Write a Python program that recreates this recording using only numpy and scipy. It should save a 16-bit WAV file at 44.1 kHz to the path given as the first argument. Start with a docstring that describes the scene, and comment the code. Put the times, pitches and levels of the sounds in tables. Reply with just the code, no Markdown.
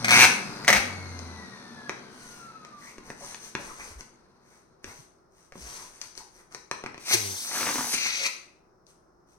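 """In a small room, an electric balloon pump coasts to a stop on a table while hands work a long balloon.
Pump: a falling sine whine with airy overtones, bearing noise and a shaft hum. Skin: stick-slip rasps ring
latex modes in two loud creaks; gliding sines chirp, dispersed clicks snap, hissing noise rubs.
The skin then gives way: sinking harmonics boom, and shaped noise and flapping puffs carry the air out
until the balloon hangs limp. A table echo, the walls' reverb and still room noise surround it all."""
import sys
import numpy as np
from scipy import signal
from scipy.fft import rfft, irfft, next_fast_len
from scipy.io import wavfile
from scipy.ndimage import map_coordinates

SR = 44100
rng = np.random.default_rng(int(sys.argv[2]) if len(sys.argv) > 2 else 0)


def file_out(sig):
    """Save sig as 16-bit WAV at sys.argv[1]."""
    # one column per channel
    cols = np.atleast_2d(sig).T
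    # limit, then scale
    lim = np.clip(cols, -1, 1)
    pcm = np.round(lim * 32767).astype(np.int16)
    wavfile.write(sys.argv[1], SR, pcm)


N = 413658  # length in samples

# still room noise, relative spectrum: f/Hz, level/dB per Hz
QUIET_SPECTRUM = [(15, -46), (25, -7), (107, -13), (126, -10.5), (160, -8), (289, -15), (359, -4),
                  (433, -11.5), (1340, -15.5), (3170, -49.5), (5140, -36.5), (7100, -41.5), (15500, -49)]
# faint steady tone: f/Hz, level/dB
STEADY_TONES = [(5324, -87)]

# the fan coasts down against dry friction and air drag
FAN_START_HZ, FRICTION_HZ_PER_S, DRAG_PER_S = 2850, 405, .1
# whirr at full speed, and its loss towards standstill besides the square root of speed
WHIRR_DB, WHIRR_FALL_DB = -40.5, 26.5
# whirring bearings, relative spectrum: f/Hz, level/dB per Hz
WHIRR_SPECTRUM = [(40, -32), (110, -9.5), (190, 1.5), (380, -6.5), (600, -10), (1400, -9), (2300, -16.5),
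                  (3100, -23.5), (4300, -16.5), (7000, -27.5), (10000, -26.5), (16000, -46.5)]
# housing resonances that swell the falling whine: f/Hz, width/Hz, level/dB
HOUSING_MODES = [(2235, 170, -47.5), (1920, 120, -53), (1691, 80, -48), (1330, 140, -51.5),
                 (1198, 55, -50.5)]
# swells of the shaft's hum: start t/s, fullest t/s, end t/s, level/dB
HUM_SWELLS = [(-.06, 0.248, .3, -37), (.64, 1.13, 1.48, -41)]

# fingers dragging on the skin, one list per drag: t/s, slip rate/per s, relative level/dB
FINGER_DRAGS = [
    [(.107, 125.5, -10), (.15, 118, -11), (.19, 115, -9.5), (.215, 128, -7.5), (.236, 200, -8.5),
     (.254, 163, -12)],
    [(.732, 195, -18.5), (.75, 184, -23.5), (.768, 230, -18), (.782, 260, -29)],
]
# single jerks of the skin: t/s, relative level/dB, pitch factor
SKIN_JERKS = [(.045, -16.5, 1), (.055, -23, 0.84), (.082, -16.5, 0.93), (.091, -15.5, 0.82),
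              (.098, -19, 0.95), (.646, -29, 0.84), (.672, -29, .85), (.679, -7.5, 0.95),
              (.6855, -13, 0.93), (.692, -14, 0.79), (.702, -11, 0.9), (.728, -10, 0.85)]
# modes of the stretched latex at pitch factor 1: f/Hz, width/Hz, relative level/dB
SKIN_MODES = [(796, 157, -15), (1596, 360, -1.5), (2254, 228, 1.5), (2585, 180, -6), (5827, 400, -14.5),
              (8900, 800, -12.5)]
# slipping skin, relative spectrum: f/Hz, level/dB per Hz
RASP_SPECTRUM = [(40, -32), (110, -11), (220, -3.5), (420, -6.5), (650, -10), (1000, -0.5), (2400, -3),
                 (3200, -2), (5500, -6), (9500, -8.5), (15500, -19)]
# hoarse chirps of catching fingers: t/s, length/s, start f/Hz, end f/Hz, level/dB
SKIN_CHIRPS = [(.122, .17, 698, 1051, -36), (.679, 0.031, 601, 573, -24), (.735, .035, 518, 556, -34),
               (2.798, .14, 1740, 2240, -51), (3.198, 0.069, 678, 496, -49),
               (3.206, 0.057, 1007, 1124, -50.5), (3.58, 0.043, 620, 523, -49),
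               (3.688, 0.038, 1204, 1120, -45), (3.788, 0.042, 2227, 2105, -47),
               (5.772, 0.085, 1247, 957, -55), (6.192, 0.038, 1003, 758, -53), (8.171, .1, 491.7, 587, -50),
               (8.243, 0.035, 2350, 2582, -29.5)]
# soft bumps of the balloon: t/s, level/dB, nominal f/Hz before the glide, length/s
SOFT_BUMPS = [(.70, -32, 205, 0.088), (0.744, -38, 59.4, 0.071), (3.9, -50, 81, 0.042),
              (3.952, -42.5, 58, 0.053), (4.852, -54, 90, 0.06), (4.984, -50, 141, 0.033),
              (5.56, -50, 180, .04), (5.603, -46.5, 60, 0.1), (7.135, -26.5, 366, 0.028)]

# flicks and snaps of the skin, and the pop of an air spurt at 7.94 s, relative levels:
# t/s, pop level/dB, edge level/dB, thump level/dB
SNAPS_AND_POP = [(1.1908, -28, -22, -49), (1.8943, -7, -18.5, -45), (2.649, -26, -30, -48),
                 (2.982, -24.5, -32, -19), (3.102, -17.5, -28.5, -18), (3.345, -17.5, -20.5, -40),
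                 (3.551, -1, -20.5, -18), (4.008, -28, -26, -35), (4.843, -19.5, -22.5, -22.5),
                 (5.522, -28, -34.5, -16.5), (5.555, -40, -55, -18), (6.0149, -21.5, -14.5, -54),
                 (6.1525, -36.5, -31, -47), (6.177, -28, -20.5, -40), (6.5235, -36.5, -32.5, -58),
                 (6.5473, -21.5, -20, -41), (6.7127, -6, -13, -25), (6.8382, -15, -26, -16),
                 (6.8615, -12, -24.5, -21.5), (6.944, -22, -33, -27), (6.9783, -21, -29, -29),
                 (7.112, -7.5, -11, -27), (7.94, -20, -17, -18.5), (8.867, -54, -41, -58)]
# dull pop of a snap, relative spectrum: f/Hz, level/dB per Hz
POP_SPECTRUM = [(50, -16.5), (150, -6.5), (380, 6), (750, -0.5), (1300, 5), (2400, 4.5), (3200, -7.5),
                (6000, -15), (15000, -60)]
# sharp edge of a snap, relative spectrum: f/Hz, level/dB per Hz
EDGE_SPECTRUM = [(500, -49.5), (2500, -7.5), (4000, 3.5), (6500, 3.5), (10000, -8), (15500, -22.5)]
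# thump of the air inside, relative spectrum: f/Hz, level/dB per Hz
THUMP_SPECTRUM = [(40, -6.5), (130, -4), (380, 2), (600, -9), (1200, -16), (4000, -48)]

# hands sliding on the skin, and a brief hiss of leaking air at 6.989 s:
# start t/s, length/s, hiss level/dB, drone level over the hiss/dB
STROKES_AND_LEAK = [(2.08, 0.41, -56, -5), (2.765, .19, -56.5, -7.5), (3.026, .12, -57, 2),
                    (3.158, .23, -49.5, -7.5), (3.386, .125, -50, -15), (3.548, .22, -52, -1),
                    (3.725, .23, -52, -3.5), (3.979, .04, -53.5, 1), (4.41, .23, -68.5, -1.5),
                    (4.824, .13, -55.5, -1), (4.924, .12, -58.5, -12), (5.296, .21, -69, -8),
                    (5.526, 0.38, -48.5, -9), (5.89, .13, -60.5, -6), (5.996, .09, -53, -7.5),
                    (6.154, .06, -51, -7.5), (6.308, .13, -63.5, -2), (6.499, .08, -59.5, -1),
                    (6.989, .06, -54.5, -15), (8.855, .08, -67.5, -17), (9.261, .11, -72, -17.5)]
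STROKE_PEAK = 0.53  # share of its length at which each row is loudest
# dry rubbing and leak, relative spectrum: f/Hz, level/dB per Hz
HISS_SPECTRUM = [(800, -5), (2500, -3.5), (4000, -6.5), (6000, -0.5), (9000, -0.5), (12000, -7.5),
                 (15500, -19.5)]
# droning skin, relative spectrum: f/Hz, level/dB per Hz
DRONE_SPECTRUM = [(60, 4), (160, -14), (380, 0), (700, -2), (1200, 1), (2300, -2), (3100, -31),
                  (6000, -35.5)]

# the air's way out: it opens, narrows to the neck, and the balloon is empty
OPEN_S, NARROW_S, EMPTY_S = 7.045, 7.94, 8.27
# open jet; jet and neck resonance once it has narrowed
JET_DB, NARROW_JET_DB, NECK_DB = -38.5, -45, -35
# spurts break off as a pocket of air gets through: peak t/s, jet level/dB, flap level/dB, neck level/dB
AIR_SPURTS = [(7.142, -23.5, -30.5, -21.5), (7.942, -32, -47, -37.5), (8.071, -46, -50.5, -35),
              (8.266, -40.5, -42.5, -36)]
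SPURT_RISE_S, SPURT_FALL_S = 0.027, .01  # time constants
# jet of air, relative spectrum: f/Hz, level/dB per Hz
JET_SPECTRUM = [(300, -25), (1500, -25.5), (3000, -4), (4800, -1), (8000, 1), (10500, 0.5), (12500, -3.5),
                (15500, -11.5)]
# flapping tube, relative spectrum: f/Hz, level/dB per Hz
FLAP_SPECTRUM = [(90, -17.5), (250, -4), (550, -3.5), (1000, -1), (1400, -1), (2300, -0.5), (3200, -11.5),
                 (7000, -34)]
# resonances of the narrow neck: f/Hz, width/Hz, relative level/dB
NECK_MODES = [(598, 85, -19.5), (1310, 250, -13.5), (2140, 260, 0.5), (2600, 310, 0.5), (4000, 1200, -6.5),
              (6560, 1800, -9.5), (8200, 980, -16.5)]

# the air column booms as the skin gives way, and its pitch sinks with the pressure
BOOM_S, BOOM_ATTACK_S, BOOM_HOLD_S, BOOM_RELEASE_S = 7.125, 0.029, 0.17, 0.057
BOOM_START_HZ, BOOM_END_HZ, BOOM_SINK_S = 123, 88.6, .11
BOOM_DB, BOOM_FADE_DB_PER_S = -32.5, 32
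# harmonics of the boom: multiple of the fundamental, relative level/dB
BOOM_HARMONICS = [(1, -6), (2, -17), (3, -17), (4, -7.5), (5, -15.5)]

# the tube collapses: start, fullest flutter, heaviest flaps, end
SLACK_S, FLUTTER_S, HEAVY_S, LIMP_S = 7.48, 7.63, 7.79, 7.91
# nominal flap rate and resonances, each from start to end of the collapse
FLAPS_PER_S, MOUTH_HZ, POCKET_HZ = (135, 50), (1130, 895), (350, 224)
# the loudest flaps: t/s, relative level/dB
LOUD_FLAPS = [(7.689, -24), (7.756, -24), (7.783, -24.5), (7.791, -22), (7.808, -22.5), (7.844, -26.5)]

# decay of the room: f/Hz, time to fall 60 dB/s
ROOM_DECAY = [(100, 0.5), (500, .65), (2000, 0.5), (6000, 0.44), (10000, .48), (16000, 0.23)]
# likeness of diffuse sound at the two ports: f/Hz, likeness (0 to 1)
PORT_LIKENESS = [(30, 0.9), (100, 0.2), (280, 1), (550, 0.034), (1000, 0.074), (2000, .05), (4000, 0.0099)]
# colour of the left microphone port: f/Hz, level/dB
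LEFT_COLOUR = [(100, 3), (700, 2.5), (2200, 2.5), (3200, 1.5), (4400, 7.5), (5300, 6.5), (6150, 14),
               (7000, -1.5), (8200, -21), (9500, -11), (11000, -4.5), (15000, 0.5)]
# colour of the right microphone port: f/Hz, level/dB
RIGHT_COLOUR = [(100, 2), (700, 1.5), (2200, 0.5), (3200, -0.5), (4400, 1), (5500, -5), (7000, -7.5),
                (8100, 6), (9500, 3), (11000, 1), (15000, 0.5)]
TOP_HZ = 15850  # nothing passes above this


def amp(db):
    """Decibels to amplitude."""
    return 10 ** (np.asarray(db) / 20)


def unit(x):
    """Scale to rms 1."""
    return x / np.sqrt(np.mean(x ** 2) + 1e-20)


def along(points, hz):
    """Read (f/Hz, value) points on a log frequency axis."""
    f, v = np.transpose(points)
    return np.interp(np.log(hz + 1), np.log(f), v)


def curves(rows):
    """One value per sample for each column after the time."""
    s, *cols = np.transpose(rows)
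    return [np.interp(np.arange(N) / SR, s, c) for c in cols]


def wobble(rate):
    """A smooth random curve, rate knots a second."""
    knots = rng.standard_normal(int(N * rate / SR) + 4)
    return map_coordinates(knots, [np.arange(N) * rate / SR])


def swell(start, peak, end):
    """A rounded rise from 0 to 1 and back (times in s)."""
    return np.sin(np.pi / 2 * np.interp(np.arange(N) / SR, [start, peak, end], [0, 1, 0]))


def held(start, end, attack, release):
    """Rise from start, hold 1 until end, then release (all in s)."""
    t = np.arange(N) / SR
    return np.clip((t - start) / attack, 0, 1) * np.clip(1 - (t - end) / release, 0, 1)


def filtered(x, response):
    """x times a complex response of frequency, zero-padded against wrap-around."""
    m = next_fast_len(N + SR // 2)
    return irfft(rfft(x, m) * response(np.fft.rfftfreq(m, 1 / SR)), m)[..., :N]


def coloured(x, points):
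    """x through a causal minimum-phase filter with the given (f/Hz, level/dB) gain."""
    size = 4096
    cepstrum = irfft(np.log(amp(along(points, np.fft.rfftfreq(size, 1 / SR)))))
    # fold the cepstrum forward in time
    cepstrum[1:size // 2] *= 2
    cepstrum[size // 2 + 1:] = 0
    impulse = irfft(np.exp(rfft(cepstrum)))
    return signal.oaconvolve(x, impulse)[:N]


def shaped(x, points):
    """As coloured, but white noise keeps its power."""
    gain = amp(along(points, np.fft.rfftfreq(2 ** 12, 1 / SR)))
    return coloured(x, points) / np.sqrt(np.mean(gain ** 2))


def noise(points):
    """Noise of rms about 1 with the given spectrum."""
    return shaped(rng.standard_normal(N), points)


def add(track, s, sound):
    """Mix a sound into a track at time s."""
    part = track[max(round(s * SR), 0):][:len(sound)]
    part += sound[:len(part)]


def burst(life):
    """A puff of noise that rises quickly and dies within a few lives (s)."""
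    u = np.arange(SR // 25) / SR / life
    puff = rng.standard_normal(len(u)) * np.sqrt(u) * np.exp(-u)
    return puff / np.linalg.norm(puff) * np.sqrt(life * SR)


def click(spread, grit):
    """A click smeared in time, treble first (spread: delay at 1 kHz in s), with some grit."""
    size = 2048
    khz = np.fft.rfftfreq(size, 1 / SR) / 10 ** 3
    # delay falls with the square root of frequency
    clean = irfft(np.exp(-4j * np.pi * spread * 10 ** 3 * np.sqrt(khz)))[:size // 2]
    rough = burst(.0016)[:size // 2]
    return clean + grit * rough / np.linalg.norm(rough)


def diffuse(pair):
    """Blend two unrelated signals so that they are as alike at each frequency as at two close ports."""
    def response(hz):
        angle = np.arccos(np.clip(along(PORT_LIKENESS, hz), -1, 1)) / 2
        return np.array([np.cos(angle), np.sin(angle)])

    mid, side = filtered(pair, response)
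    return np.array([mid + side, mid - side])


def background():
    """Still room noise, diffuse at the two ports, with a faint steady sine."""
    t = np.arange(N) / SR
    tones = sum(amp(db) * np.sin(2 * np.pi * hz * t) for hz, db in STEADY_TONES)
    hush = diffuse(np.array([noise(QUIET_SPECTRUM), noise(QUIET_SPECTRUM)]))
    return amp(-64.5) * hush + tones


def pump(blades=24, blur_hz=2.5, air_blur_hz=130):
    """The coasting motor: shaft hum, a falling fan whine with airy overtones, and whirring bearings."""
    t = np.arange(N) / SR
    brake_hz = FRICTION_HZ_PER_S / DRAG_PER_S
    whine_hz = np.maximum((FAN_START_HZ + brake_hz) * np.exp(-DRAG_PER_S * t) - brake_hz, 0)
    speed = whine_hz / FAN_START_HZ
    whine_phase = 2 * np.pi * np.cumsum(whine_hz) / SR
    shaft = np.sin(whine_phase / blades)

    def stray(hz, rate):
        """Random drift of phase that blurs a tone."""
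        return 2 * np.pi * np.cumsum(hz * wobble(rate)) / SR

    housing = sum(amp(db) / (1 + (2 * (whine_hz - hz) / width) ** 2) for hz, width, db in HOUSING_MODES)
    whine = housing * amp(.7 * wobble(30)) * np.sin(whine_phase + stray(blur_hz, 120))
    airy = sum(amp(db) * np.sin(order * whine_phase + stray(air_blur_hz, 900))
               for order, db in [(2, -11.5), (3, -16), (5, -24)])
    bearings = noise(WHIRR_SPECTRUM) * (1 + 0.38 * shaft)  # pulsing once a turn
    whirr_level = amp(WHIRR_DB - WHIRR_FALL_DB * (1 - speed)) * np.sqrt(speed)
    hum_level = sum(amp(db) * swell(start, fullest, end) for start, fullest, end, db in HUM_SWELLS)
    return whine + whirr_level * (bearings + airy), hum_level * shaft


def creaks(slip_time=0.0088, ring_db=11.0, rasp_db=-9, rise=0.0016, jitter=.02):
    """Skin sticks and slips under the fingers; each slip rasps briefly and rings the stretched latex."""
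    slips = list(SKIN_JERKS)
    for drag in FINGER_DRAGS:
        rate, db = curves(drag)
        at = drag[0][0]
        while at < drag[-1][0]:
            now = int(at * SR)
            slips.append((at, db[now], 1))
            at += (1 + jitter * rng.normal()) / rate[now]
    ring, rasp = np.zeros(N), np.zeros(N)
    t = np.arange(SR // 25) / SR
    sliding = np.sqrt(np.clip(1 - t / slip_time, 0, 1))
    for s, db, pitch in slips:
        tension = pitch * (1 + 0.026 * rng.normal())
        modes = np.zeros(len(t))
        for hz, width, level in SKIN_MODES:
            decay = amp(level + rng.normal()) * np.exp(-np.pi * width * t)
            modes += decay * np.sin(2 * np.pi * (hz * tension * t + rng.random()))
        add(ring, s, amp(db + ring_db) * modes * (1 - np.exp(-t / rise)))
        add(rasp, s, amp(db + rasp_db) * sliding * rng.standard_normal(len(t)))
    return ring + shaped(rasp, RASP_SPECTRUM)


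def chirps(hoarse=.11):
    """Fingers catch on the latex: uneven slips excite one gliding resonance, a roughened sine."""
    out, waver, grain = np.zeros(N), wobble(500), amp(3.8 * wobble(250))
    for s, length, start_hz, end_hz, db in SKIN_CHIRPS:
        u = np.linspace(0, 1, int(length * SR))
        glide_hz = start_hz + (end_hz - start_hz) * u
        hz = glide_hz * (1 + hoarse * waver[int(s * SR):][:len(u)])
        add(out, s, amp(db) * np.sin(np.pi * u) * np.sin(2 * np.pi * np.cumsum(hz) / SR))
    return out * grain


def bumps():
    """The soft tube swings against hand and table: a short, sagging sine each time."""
    out = np.zeros(N)
    for s, db, hz, length in SOFT_BUMPS:
        t = np.arange(int(length * SR)) / SR
        sag = 1.1 - 0.206 * t / length
        tone = np.sin(2 * np.pi * np.cumsum(hz * sag) / SR)
        add(out, s, amp(db) * np.sin(np.pi * t / length) * tone)
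    return out


def snaps_and_pop(spread=0.000812, grit=0.78):
    """Taut skin springs off a fingertip, and once an air spurt pops: dull pop, sharp edge, air thump."""
    pop, edge, thump = np.zeros((3, N))
    for s, pop_db, edge_db, thump_db in SNAPS_AND_POP:
        add(pop, s, amp(pop_db) * click(spread, grit))
        add(edge, s, amp(edge_db) * click(spread, grit))
        add(thump, s, amp(thump_db) * click(spread, grit))
    return shaped(pop, POP_SPECTRUM) + shaped(edge, EDGE_SPECTRUM) + shaped(thump, THUMP_SPECTRUM)


def rubbing_and_leak(grain_db=2, catch_db=2.5):
    """Dry hands hiss over the latex in fine grains and the skin drones; one brief leak hisses alike."""
    hiss, drone = np.zeros((2, N))
    for start, length, db, drone_db in STROKES_AND_LEAK:
        level = amp(db) * swell(start, start + STROKE_PEAK * length, start + length)
        hiss += level
        drone += amp(drone_db) * level
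    skin_drone = drone * noise(DRONE_SPECTRUM) * amp(catch_db * wobble(60))
    return amp(grain_db * wobble(350)) * (hiss * noise(HISS_SPECTRUM) + skin_drone)


def escaping_air(flutter_db=4.0, slack_db=-38, flap_rest_db=-53, push_db=5.0,
                 opening=.05, narrowing=0.033, closing=.01, neck_waver_db=1.8):
    """The collapsing tube pushes a hissing jet and flaps in it; the last air resonates in the neck."""
    t = np.arange(N) / SR
    wide = held(OPEN_S, NARROW_S, opening, narrowing)
    narrow = held(NARROW_S - closing, EMPTY_S, closing, closing)
    slack = swell(SLACK_S, FLUTTER_S, LIMP_S)
    jet = amp(JET_DB + push_db * slack) * wide + amp(NARROW_JET_DB) * narrow
    flap = amp(slack_db) * slack * np.interp(t, [FLUTTER_S, HEAVY_S], [1, .2])
    flap += amp(flap_rest_db) * (wide + narrow)
    neck = amp(NECK_DB) * narrow
    for s, jet_db, flap_db, neck_db in AIR_SPURTS:
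        spurt = np.exp(-np.maximum((s - t) / SPURT_RISE_S, (t - s) / SPURT_FALL_S))
        jet += amp(jet_db) * spurt
        flap += amp(flap_db) * spurt
        neck += amp(neck_db) * spurt

    def pipe(f):
        """Neck resonances, neighbours in opposite phase."""
        return sum((-1) ** k * amp(db) * 1j * f * width / (hz * hz - f * f + 1j * f * width)
                   for k, (hz, width, db) in enumerate(NECK_MODES))

    jet_sound = jet * amp(0.81 * wobble(60)) * noise(JET_SPECTRUM)
    flap_sound = flap * amp(flutter_db * wobble(220)) * noise(FLAP_SPECTRUM)
    neck_noise = unit(filtered(rng.standard_normal(N), pipe))
    return jet_sound + flap_sound + neck * amp(neck_waver_db * wobble(150)) * neck_noise


def boom():
    """The air column of the long tube rings in harmonics and sinks as the pressure drops."""
    age = np.maximum(np.arange(N) / SR - BOOM_S, 0)
    hz = BOOM_END_HZ + (BOOM_START_HZ - BOOM_END_HZ) * np.exp(-age / BOOM_SINK_S)
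    release_s = BOOM_S + BOOM_ATTACK_S + BOOM_HOLD_S
    level = amp(BOOM_DB - BOOM_FADE_DB_PER_S * age)
    level = level * held(BOOM_S, release_s, BOOM_ATTACK_S, BOOM_RELEASE_S)
    phase = 2 * np.pi * np.cumsum(hz * (1 + 0.011 * wobble(70))) / SR
    return level * sum(amp(db + 1.5 * wobble(25)) * np.sin(round(k) * phase) for k, db in BOOM_HARMONICS)


def blurts(mouth_width_hz=130, pocket_width_hz=45, pocket_db=-10, flap_db=-31, ends_db=-14, puff_db=-6):
    """Each irregular flap lets out a puff and rings the rubber mouth and the air pocket behind it."""
    def sagging(s, ends):
        return np.interp(s, [SLACK_S, LIMP_S], ends)

    flaps, at = list(LOUD_FLAPS), SLACK_S
    while at < LIMP_S:
        lightness = np.interp(at, [SLACK_S, HEAVY_S, LIMP_S], [1, 0, 1])
        flaps.append((at, flap_db + ends_db * lightness + rng.normal(0, 1.8)))
        at += rng.uniform(.5, 1.5) / sagging(at, FLAPS_PER_S)
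    tone, puffs = np.zeros((2, N))
    t = np.arange(SR // 25) / SR

    def ring(hz, width):
        return np.exp(-np.pi * width * t) * np.sin(2 * np.pi * hz * t) * (1 - np.exp(-t / 0.00076))

    for s, db in flaps:
        mouth = ring(sagging(s, MOUTH_HZ) * (1 + 0.15 * rng.normal()), mouth_width_hz)
        pocket = ring(sagging(s, POCKET_HZ), pocket_width_hz)
        add(tone, s, amp(db) * (mouth + amp(pocket_db) * pocket))
        add(puffs, s, amp(db + puff_db) * burst(0.0013))
    return tone + shaped(puffs, FLAP_SPECTRUM)


def room(x, gap=.004):
    """Bare walls answer after a gap (s): a noise tail in which each frequency dies at its own speed."""
    hz, t, z = signal.stft(rng.standard_normal((2, SR)), SR, nperseg=256)
    decay = amp(-60 * t / along(ROOM_DECAY, hz)[:, None])
    tail = signal.istft(z * decay, SR, nperseg=256)[1]
    tail = np.pad(tail / np.linalg.norm(tail[0]), ((0, 0), (int(gap * SR), 0)))
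    return diffuse(signal.fftconvolve(x[None], tail, axes=1)[:, :N])


def placed(x, lead_ms):
    """A close source reaches the left port a little earlier, half the lead shifted on each side."""
    sides = np.array([[1], [-1]])
    return filtered(x, lambda hz: np.exp(1j * np.pi * hz * lead_ms / 10 ** 3 * sides))


def swaying(x, lead_ms, sway_ms):
    """The balloon swings about in front of the ports, so the left one's lead keeps changing."""
    half = (lead_ms + sway_ms * wobble(4)) * SR / 10 ** 3 / 2  # in samples
    return np.array([map_coordinates(x, [np.arange(N) + side * half]) for side in (1, -1)])


def scene(wet_db=-4, rub_wet_db=-1, air_wet_db=-6, pump_wet_db=-2, table_delay=.0055, table_db=-13):
    """Hands and balloon are close; the table returns a first echo (delay in s), then the room answers."""
    whirr, hum = pump()
    snappy = creaks() + snaps_and_pop() + chirps()
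    hissing = rubbing_and_leak()
    air = escaping_air() + blurts()
    table = amp(table_db) * np.pad(snappy, (int(table_delay * SR), 0))[:N]
    direct = swaying(snappy, lead_ms=0.091, sway_ms=.05)
    direct += swaying(hissing + air, lead_ms=0.15, sway_ms=0.04)
    direct += placed(table + whirr, lead_ms=.1)
    to_walls = amp(wet_db) * snappy + amp(rub_wet_db) * hissing + amp(air_wet_db) * air
    walls = room(to_walls + amp(pump_wet_db) * whirr)
    lows = placed(hum + bumps() + boom(), lead_ms=0.76)
    return direct + walls + lows + background()


def record(dry):
    """Each port has its own resonance; peaks are rounded off and the top is cut."""
    ports = np.array([coloured(dry[0], LEFT_COLOUR), coloured(dry[1], RIGHT_COLOUR)])
    rounded = ports / (1 + ports ** 6) ** (1 / 6)
    return filtered(rounded, lambda hz: hz < TOP_HZ)


dry = scene()
out = record(dry)
file_out(out)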